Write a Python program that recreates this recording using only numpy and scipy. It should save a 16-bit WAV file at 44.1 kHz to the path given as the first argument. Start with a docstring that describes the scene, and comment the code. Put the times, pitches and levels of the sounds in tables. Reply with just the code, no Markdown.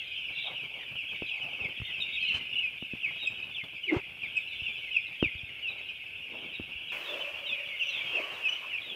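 """Throughout: hundreds of young chicks peep in a sheet-walled shed, over low rumble, fine hiss and litter patter.
From the start: falling peeps, arched chirps and short trills (gliding whistles) stand out of the chorus
of random cheeps; dull knocks (decaying sines) and scuffs (resonant noise) sound close to the microphone.
To 3.5 s: the litter (noise grains) grows louder, then drops.
From 6.92 s: the rumble drops; an airy rush of filtered noise surges, with a hollow note and a bright edge."""
import sys
import numpy as np
from scipy import signal
from scipy.fft import rfft, irfft, next_fast_len
from scipy.io import wavfile
from scipy.ndimage import uniform_filter1d

SR = 44100
rng = np.random.default_rng(int(sys.argv[2]) if len(sys.argv) > 2 else 0)


def int16_out(signal):
    """Quantize to a 16-bit WAV file."""
    q = np.round(np.clip(np.atleast_2d(signal).T, -1, 1) * 32767)
    wavfile.write(sys.argv[1], SR, q.astype(np.int16))


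N = 394694
TIME = np.arange(N) / SR

# Call and knock levels are nominal: before flutter and room.
# Near peeps: accent t/s, length/s, accent f/Hz, downward slide/(octave/s), level/dB
PEEPS = [(.01, 0.041, 2730, 6, -36), (0.18, 0.091, 3105, 1.5, -41.5), (0.217, .07, 2577, 5, -41),
         (0.421, 0.19, 3870, .5, -50), (0.476, .025, 3315, 15.5, -35), (0.588, 0.077, 2650, 7.5, -39),
         (1.004, 0.1, 2600, 6, -37), (1.12, 0.079, 2526, 2, -41), (1.312, 0.094, 2667, 7.5, -37.5),
         (1.438, 0.083, 2840, 5, -37), (1.613, 0.07, 2700, 3.5, -37.5), (1.653, 0.037, 2300, 8.5, -33.5),
         (1.89, 0.044, 2060, 2, -41.5), (2.411, 0.037, 2080, 0, -42.5), (1.946, 0.088, 2710, 5.4, -36),
         (2.178, 0.049, 2475, 8, -33.5), (2.302, 0.067, 2747, 6.5, -32), (2.648, 0.12, 2556, 3, -34.5),
         (3.059, 0.079, 2380, 6.5, -32), (3.142, .021, 2570, -15, -42), (3.43, 0.013, 2580, -12, -34.5),
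         (3.534, 0.065, 3450, -0.5, -49), (3.584, 0.085, 2640, 11, -35), (3.845, 0.039, 2950, 3.5, -36),
         (3.89, .045, 2220, 11.5, -29), (4.241, .052, 2437, 8, -30), (4.679, 0.087, 2617, 5.5, -31.5),
         (4.957, 0.093, 2670, 5, -31), (4.971, 0.039, 2560, 10.5, -26.5), (5.248, 0.092, 2530, 9, -30.5),
         (5.675, 0.11, 2610, 3.5, -34.5), (5.898, 0.029, 2760, 10.5, -35.5), (6.932, 0.1, 2405, 6.5, -37.5),
         (6.948, 0.075, 2710, 3.5, -38), (7.108, 0.121, 3480, 2.5, -43), (7.215, 0.029, 2984, 5, -34.5),
         (7.246, 0.094, 2640, 4, -40.5), (7.507, 0.084, 3475, 3, -37.5), (7.513, 0.12, 2656, 4.5, -34),
         (7.582, 0.069, 2457, 5, -38), (7.675, .035, 2880, 9, -40), (7.737, 0.088, 2165, 2, -42),
         (7.822, .054, 2730, 6.5, -30.5), (7.887, 0.073, 2776, 4, -38), (7.965, 0.14, 3530, 3, -43),
         (8.018, 0.043, 2317, 4, -36.5), (8.092, 0.1, 3174, 0.3, -39.5), (8.165, 0.092, 2620, 4, -31.5),
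         (8.463, 0.052, 2587, 4, -28), (8.75, 0.1, 2596, 4.5, -33), (8.906, 0.12, 3390, 3.5, -42.5)]
PEEP_LEAD_SHARE = 0.52  # part of the length before the accent
PEEP_EASING = 0.86  # slide after the accent, as a share of the slide before it
# Near chirps, up then down: top t/s, length/s, top f/Hz, level/dB
CHIRPS = [(1.861, .045, 3030, -42), (2.02, 0.036, 3850, -33), (2.145, 0.053, 3740, -37),
          (2.227, 0.065, 3156, -38.5), (3.232, 0.11, 3760, -41.5), (3.277, 0.042, 2650, -30.5),
          (4.374, .043, 2563, -28.5), (5.214, 0.074, 3285, -47), (5.705, 0.046, 3860, -44.5),
          (6.553, 0.04, 3860, -45.5)]
CHIRP_START_SHARE, CHIRP_END_SHARE = 0.98, 0.87  # of the top pitch
# Near trills: start t/s, length/s, centre f/Hz, arches/(1/s), level/dB, octave overtone/dB
TRILLS = [(.344, .16, 3450, 28.3, -43, -50), (2.195, .18, 3914, 28, -53, -33),
          (2.243, 0.13, 2807, 33, -33.5, -43), (2.519, 0.12, 2740, 34, -33.5, -47),
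          (4.629, 0.16, 3260, 23, -49, -33), (7.786, 0.15, 2847, 31.5, -42.5, -20),
          (8.442, .14, 2800, 28.3, -37.5, -29.5)]
TRILL_SWING = 0.067  # +/- share of the pitch
# Whole flock, before trim: t/s, level/dB
CHORUS = [(0.0, -39.5), (0.42, -39), (0.89, -42), (1.25, -39), (1.69, -40), (2.14, -37), (2.89, -42),
          (3.21, -38.5), (3.34, -42), (4.19, -43), (4.59, -39), (5.58, -43), (6.83, -42), (7.08, -39.5),
          (7.43, -41), (7.98, -36), (8.5, -42), (8.95, -42)]
# Flock spectrum, small throats and beaks: f/Hz, level/dB
CHEEP_SPECTRUM = [(1700, 3.5), (2000, -9), (2250, -3), (2600, 2.5), (3100, -3.5),
                  (3700, -5.5), (4100, 3), (5000, 3), (9000, -20.5)]
# Knocks: t/s, ring f/Hz, level/dB
KNOCKS = [(1.2217, 398, -27), (1.615, 84.5, -43), (1.653, 140, -39), (1.801, 112, -36), (1.818, 102, -32.5),
          (2.344, 86, -39), (2.825, 225, -34.5), (2.9357, 220, -31), (3.965, 116, -24.5),
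          (4.619, 80.6, -41), (4.958, 76, -52), (5.227, 322, -14.5), (5.259, 95, -34.5), (5.352, 78, -39.5),
          (5.433, 96, -40), (6.5981, 267, -30), (6.606, 78.5, -41), (6.754, 64.6, -48)]
KNOCK_CYCLES = 0.52  # decay to 1/e
# Scuffs: middle t/s, half the faded span/s, centre f/Hz, single-pass bandwidth/Hz, level before halving/dB
SCUFFS = [(0.503, .11, 690, 450, -47), (0.775, .17, 570, 606, -55), (1.44, 0.27, 720, 392, -54),
          (1.647, 0.17, 413, 730, -50), (2.357, 0.089, 1560, 2480, -47), (2.373, .18, 151, 300, -52.5),
          (3.931, .02, 324, 69.6, -20), (3.935, 0.091, 374, 76, -28), (3.956, 0.078, 800, 1100, -38.5),
          (5.765, 0.17, 393, 800, -56.5), (6.401, .26, 283, 624, -50), (7.158, 0.2, 368, 240, -52.5),
          (7.16, 0.069, 578, 60, -46), (8.187, 0.12, 414, 220, -45), (8.189, .05, 622, 69.5, -41),
          (8.267, 0.13, 1130, 110, -49), (8.638, 0.066, 1085, 250, -49.5), (8.921, 0.15, 374, 433, -53)]
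RUSH_START_S = 6.92
# Surges of the rush, before trim: peak t/s, level/dB
SURGES = [(6.92, -46), (7.13, -47), (8, -50.5), (8.18, -45), (8.33, -49)]
SURGE_ATTACK_S, SURGE_FADE_DB_PER_S = 0.16, 26.5
# Rush body spectrum: f/Hz, level/dB
RUSH = [(200, -33), (330, -5.5), (480, -5), (570, -2), (680, -3.5), (820, -6.5), (960, -4), (1100, -3.5),
        (1350, -7), (1900, -6)]
# Hollow note: t/s, gain/dB
HOOT_GAIN = [(7.08, -4), (7.14, 12.5), (7.4, 0.5), (7.95, -5), (8.1, -20)]
# Bright edge spectrum: f/Hz, level/dB
BRIGHT_SPECTRUM = [(1500, 19), (5500, 0.5), (8000, -5.5), (15500, 2)]
# Bright edge: t/s, gain/dB
BRIGHT_GAIN = [(6.92, 12), (7.45, 0), (8.2, 4.5), (8.95, 0)]
# Litter spectrum: f/Hz, level/dB
LITTER_SPECTRUM = [(120, 8.5), (350, -1.5), (750, -3.5), (1300, -7), (4500, -19.5), (7000, -38.5), (13000, -29)]
# Litter: t/s, gain/dB
LITTER_GAIN = [(0, -8), (0.6, 0.5), (3.5, 2), (4.2, -6)]
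# Rumble spectrum: f/Hz, level/dB
RUMBLE = [(25, -24), (60, -4), (100, -6.5), (200, -13.5), (400, -13), (750, -16), (1200, -23.5),
          (1600, -11.5), (2000, -23), (3000, -59)]
# Hiss spectrum: f/Hz, level/dB
HISS = [(1500, -8), (3000, 18), (5200, -9.5), (6600, -9), (9000, -4), (11500, -0.5), (15500, -9.5)]


def near_chicks(second_db=-38, third_db=-48):
    """Single birds close by: sliding peeps, arched chirps, and trills whose pitch hops in little arches."""
    out = np.zeros(N)
    for accent_s, length_s, hz, slide, db in PEEPS:
        rise_s = length_s * PEEP_LEAD_SHARE
        fall_s = length_s - rise_s
        start_hz = hz * 2 ** (slide * rise_s)
        end_hz = hz / 2 ** (PEEP_EASING * slide * fall_s)
        pitch, swell = peep(rise_s, fall_s, start_hz, hz, end_hz)
        add(out, accent_s - rise_s, undb(db) * syrinx(pitch, swell, second_db, third_db, jitter=0.0116))

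    for top_s, length_s, hz, db in CHIRPS:
        half_s = length_s / 2
        pitch, swell = peep(half_s, half_s, hz * CHIRP_START_SHARE, hz, hz * CHIRP_END_SHARE)
        call = syrinx(pitch, swell, second_db=-35.5, third_db=-34.5, jitter=0.014)
        add(out, top_s - half_s, undb(db) * call)

    for start_s, length_s, hz, rate, db, octave_db in TRILLS:
        u = np.linspace(0, 1, int(length_s * SR))
        arch = np.abs(np.sin(np.pi * rate * length_s * u))
        swell = (0.5 + arch) * np.sqrt(np.abs(np.sin(np.pi * u)))
        pitch = hz * (1 + TRILL_SWING * (2 * arch - 1))
        add(out, start_s, undb(db) * syrinx(pitch, swell, octave_db, third_db))
    return shed(out, wet_db=-10, wall_db=-12)


def peep(rise_s, fall_s, start_hz, peak_hz, end_hz, soft=0.54, accent_width=0.38):
    """Pitch and swell of one call: a soft lead-in, a sudden accent, a falling-off tail."""
    t = np.arange(-int(rise_s * SR), int(fall_s * SR)) / SR
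    bend = np.interp(t, [-rise_s, 0, fall_s], [start_hz, peak_hz, end_hz])
    hz = uniform_filter1d(bend, size=900, mode="nearest")
    away = np.minimum(np.abs(np.where(t < 0, t / rise_s, t / fall_s)), 1)
    edge = np.where(t < 0, 14, 5)  # steeper before the accent
    accent = soft + (1 - soft) / (1 + (away / accent_width) ** edge)
    return hz, accent * np.sqrt(np.clip(4 * (1 - away), 0, 1))


def syrinx(hz, swell, second_db, third_db, jitter=0.01403, shimmer_db=4.0, flicker_db=4):
    """A nearly pure whistle with a quaver; two overtones flare up when it is pressed hardest."""
    t = np.arange(len(hz)) / SR
    quaver = jitter * walk(t, 450) + jitter * walk(t, 90)
    phase = 2 * np.pi * np.cumsum(hz * (1 + quaver)) / SR
    overtones = undb(second_db) * np.sin(2 * phase) + undb(third_db) * np.sin(3 * phase)
    tone = np.sin(phase) + overtones * swell * undb(flicker_db * walk(t, 120))
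    return np.sqrt(2) * swell * undb(shimmer_db * walk(t, 220)) * tone


def flock(trim_db=0.5):
    """Single cheeps carry from the nearer huddles; the far crowd blurs in the shed."""
    huddles = unit(shed(cheeps(count=560, half_s=0.02, spread_db=3), wet_db=-8))
    crowd = unit(shed(cheeps(count=1700, half_s=0.026, spread_db=2.5), wet_db=5))
    return unit(huddles + crowd) * curve(CHORUS) * undb(trim_db)


def cheeps(count, half_s, spread_db):
    """Many birds at once: short cheeps, mostly falling, each with its own pitch, length and loudness."""
    out = np.zeros(N)
    starts = (np.arange(count) + rng.uniform(-1.5, 1.5, count)) / count * N / SR
    traits = 2.6 * np.tanh(rng.standard_normal((count, 5)) / 2.3)  # near-normal, extremes limited
    for s, (pitch, length, lead, sweep, near) in zip(starts, traits):
        hz = 2720 * np.exp(0.135 * pitch)
        half = half_s * np.exp(0.35 * length)
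        glide, swell = peep(half, half, hz * (1.05 + 0.07 * lead), hz, hz * (0.92 + 0.045 * sweep))
        call = syrinx(glide, swell, second_db=-33.5, third_db=-31)
        add(out, s - half, undb(spread_db * near) * call)
    return colour(out, CHEEP_SPECTRUM)


def shed(x, wet_db, t60=0.66, wall_db=-13):
    """Direct sound, three early bounces off floor and walls, and a short diffuse tail; t60 in s."""
    t = np.arange(SR // 2) / SR
    response = rng.standard_normal(len(t)) * undb(-60 * t / t60) * np.minimum(t / 0.0079, 1)
    response *= undb(wet_db) / np.sqrt(np.sum(response ** 2))
    bounces_s = rng.uniform(0.002, 0.018, size=3)
    response[(bounces_s * SR).astype(int)] += undb(wall_db)
    response[0] = 1
    return signal.fftconvolve(x, response / np.sqrt(np.sum(response ** 2)))[:N]


def knocks(tick_db=-9):
    """Dull bumps: sines that die within a cycle or two, each with a brief contact tick of low-passed noise."""
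    out, t = np.zeros(N), np.arange(SR // 10) / SR
    lowpass = signal.butter(4, 1700, fs=SR, output="sos")
    for s, hz, db in KNOCKS:
        decay = np.exp(-t * hz / KNOCK_CYCLES)
        body = 2.4 * np.sin(2 * np.pi * hz * t) * decay * (1 - np.exp(-t / 0.00017))
        tick = signal.sosfilt(lowpass, rng.standard_normal(len(t)) * np.exp(-t / 0.0011))
        add(out, s, undb(db) * body)
        add(out, s - 0.001, undb(db + tick_db) * tick / np.abs(tick).max())
    return shed(out, wet_db=-23.5, t60=0.19, wall_db=-20.5)


def scuffs(grip_db=3):
    """Short uneven rubs: noise through one resonance, applied twice."""
    out = np.zeros(N)
    for middle_s, half_s, hz, width_hz, db in SCUFFS:
        t = np.arange(int(2 * half_s * SR)) / SR
        rub = rng.standard_normal(len(t)) * undb(grip_db * walk(t, 121.2))
        rub = resonate(rub, hz, hz / width_hz) * np.hanning(len(t)) ** 2
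        add(out, middle_s - half_s, undb(db) * unit(rub) / 2)
    return out


def rush(trim_db=-1, hoot_hz=570, hoot_db=-55, bright_db=-63):
    """An airy rush of coloured noise in surges, with a hollow resonant note that fades and a bright edge."""
    body = colour(rng.standard_normal(N), RUSH) * surges() * undb(trim_db + walk(TIME, 33))
    hoot = unit(resonate(rng.standard_normal(N), hoot_hz, 7))
    hoot *= undb(hoot_db) * curve(HOOT_GAIN)
    bright = colour(rng.standard_normal(N), BRIGHT_SPECTRUM)
    bright *= undb(bright_db) * curve(BRIGHT_GAIN)
    return (body + hoot + bright) * (TIME > RUSH_START_S)


def surges():
    """Each surge swells quickly and fades steadily; their powers add."""
    power = np.zeros(N)
    for s, db in SURGES:
        attack = np.clip(1 + (TIME - s) / SURGE_ATTACK_S, 0, 1)
        fade_db = SURGE_FADE_DB_PER_S * np.maximum(TIME - s, 0)
        power += (attack * undb(db - fade_db)) ** 2
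    return np.sqrt(power)


def litter(steps_per_s=34, litter_db=-59):
    """Small feet and beaks patter on dry bedding: random steps, each a decaying noise grain."""
    strength = undb(4 * np.minimum(rng.exponential(size=N), 3))
    steps = (rng.random(N) < steps_per_s / SR) * strength
    t = np.arange(SR // 20) / SR
    grains = signal.fftconvolve(steps, np.exp(-t / 0.02))[:N] * rng.standard_normal(N)
    return colour(grains, LITTER_SPECTRUM) * undb(litter_db) * curve(LITTER_GAIN)


def air(rumble_db=-61, rumble_drop_db=-3, hiss_db=-62.5):
    """Coloured noise: a low wavering rumble, lower once the rush starts, and a fine, nearly even hiss."""
    rumble_level = rumble_db + 2 * walk(TIME, 11.0) + rumble_drop_db * (TIME > RUSH_START_S)
    rumble = colour(rng.standard_normal(N), RUMBLE) * undb(rumble_level)
    hiss = colour(rng.standard_normal(N), HISS) * undb(hiss_db + 0.7 * walk(TIME, 4.8))
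    return rumble + hiss


def undb(db):
    """Decibels to gain."""
    return 10 ** (np.asarray(db) / 20)


def unit(x):
    """Scale to rms 1."""
    return x / np.sqrt(np.mean(x ** 2) + 1e-20)


def curve(rows):
    """Gain over time from (t/s, level/dB) rows."""
    return undb(np.interp(TIME, *np.transpose(rows)))


def add(out, s, x):
    """Mix x into out from time s on."""
    i = int(s * SR)
    lo, hi = max(i, 0), min(i + len(x), N)
    if hi > lo:
        out[lo:hi] += x[lo - i:hi - i]


def colour(x, points):
    """Filter by a (f/Hz, level/dB) spectrum with falling skirts; rms 1."""
    hz, db = np.transpose(points)
    size = next_fast_len(len(x))
    f = np.maximum(np.fft.rfftfreq(size, 1 / SR), 1)
    gain = undb(np.interp(np.log(f), np.log(hz), db))
    skirts = np.minimum(f / hz[0], 1) ** 2 * np.minimum(hz[-1] / f, 1) ** 2
    return unit(irfft(rfft(x, size) * gain * skirts, size)[:len(x)])


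def resonate(x, hz, q):
    """Two passes through one resonance."""
    b, a = signal.iirpeak(hz, q, fs=SR)
    return signal.lfilter(b, a, signal.lfilter(b, a, x))


def walk(t, rate):
    """Random values joined by lines, rate of them a second."""
    knots = rng.standard_normal(int(t[-1] * rate) + 2)
    return np.interp(t * rate, np.arange(len(knots)), knots)


def scene():
    """All sources at one microphone."""
    chicks = near_chicks() + flock()
    handling = knocks() + scuffs()
    background = rush() + litter() + air()
    return (chicks + handling + background)[None]


def record(dry):
    """The recorder cuts the deepest bass and the top."""
    highpass = signal.butter(2, 48, "highpass", fs=SR, output="sos")
    lowpass = signal.ellip(12, 0.2, 70, 15600, fs=SR, output="sos")
    return signal.sosfilt(lowpass, signal.sosfilt(highpass, dry))


dry = scene()
out = record(dry)
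int16_out(out)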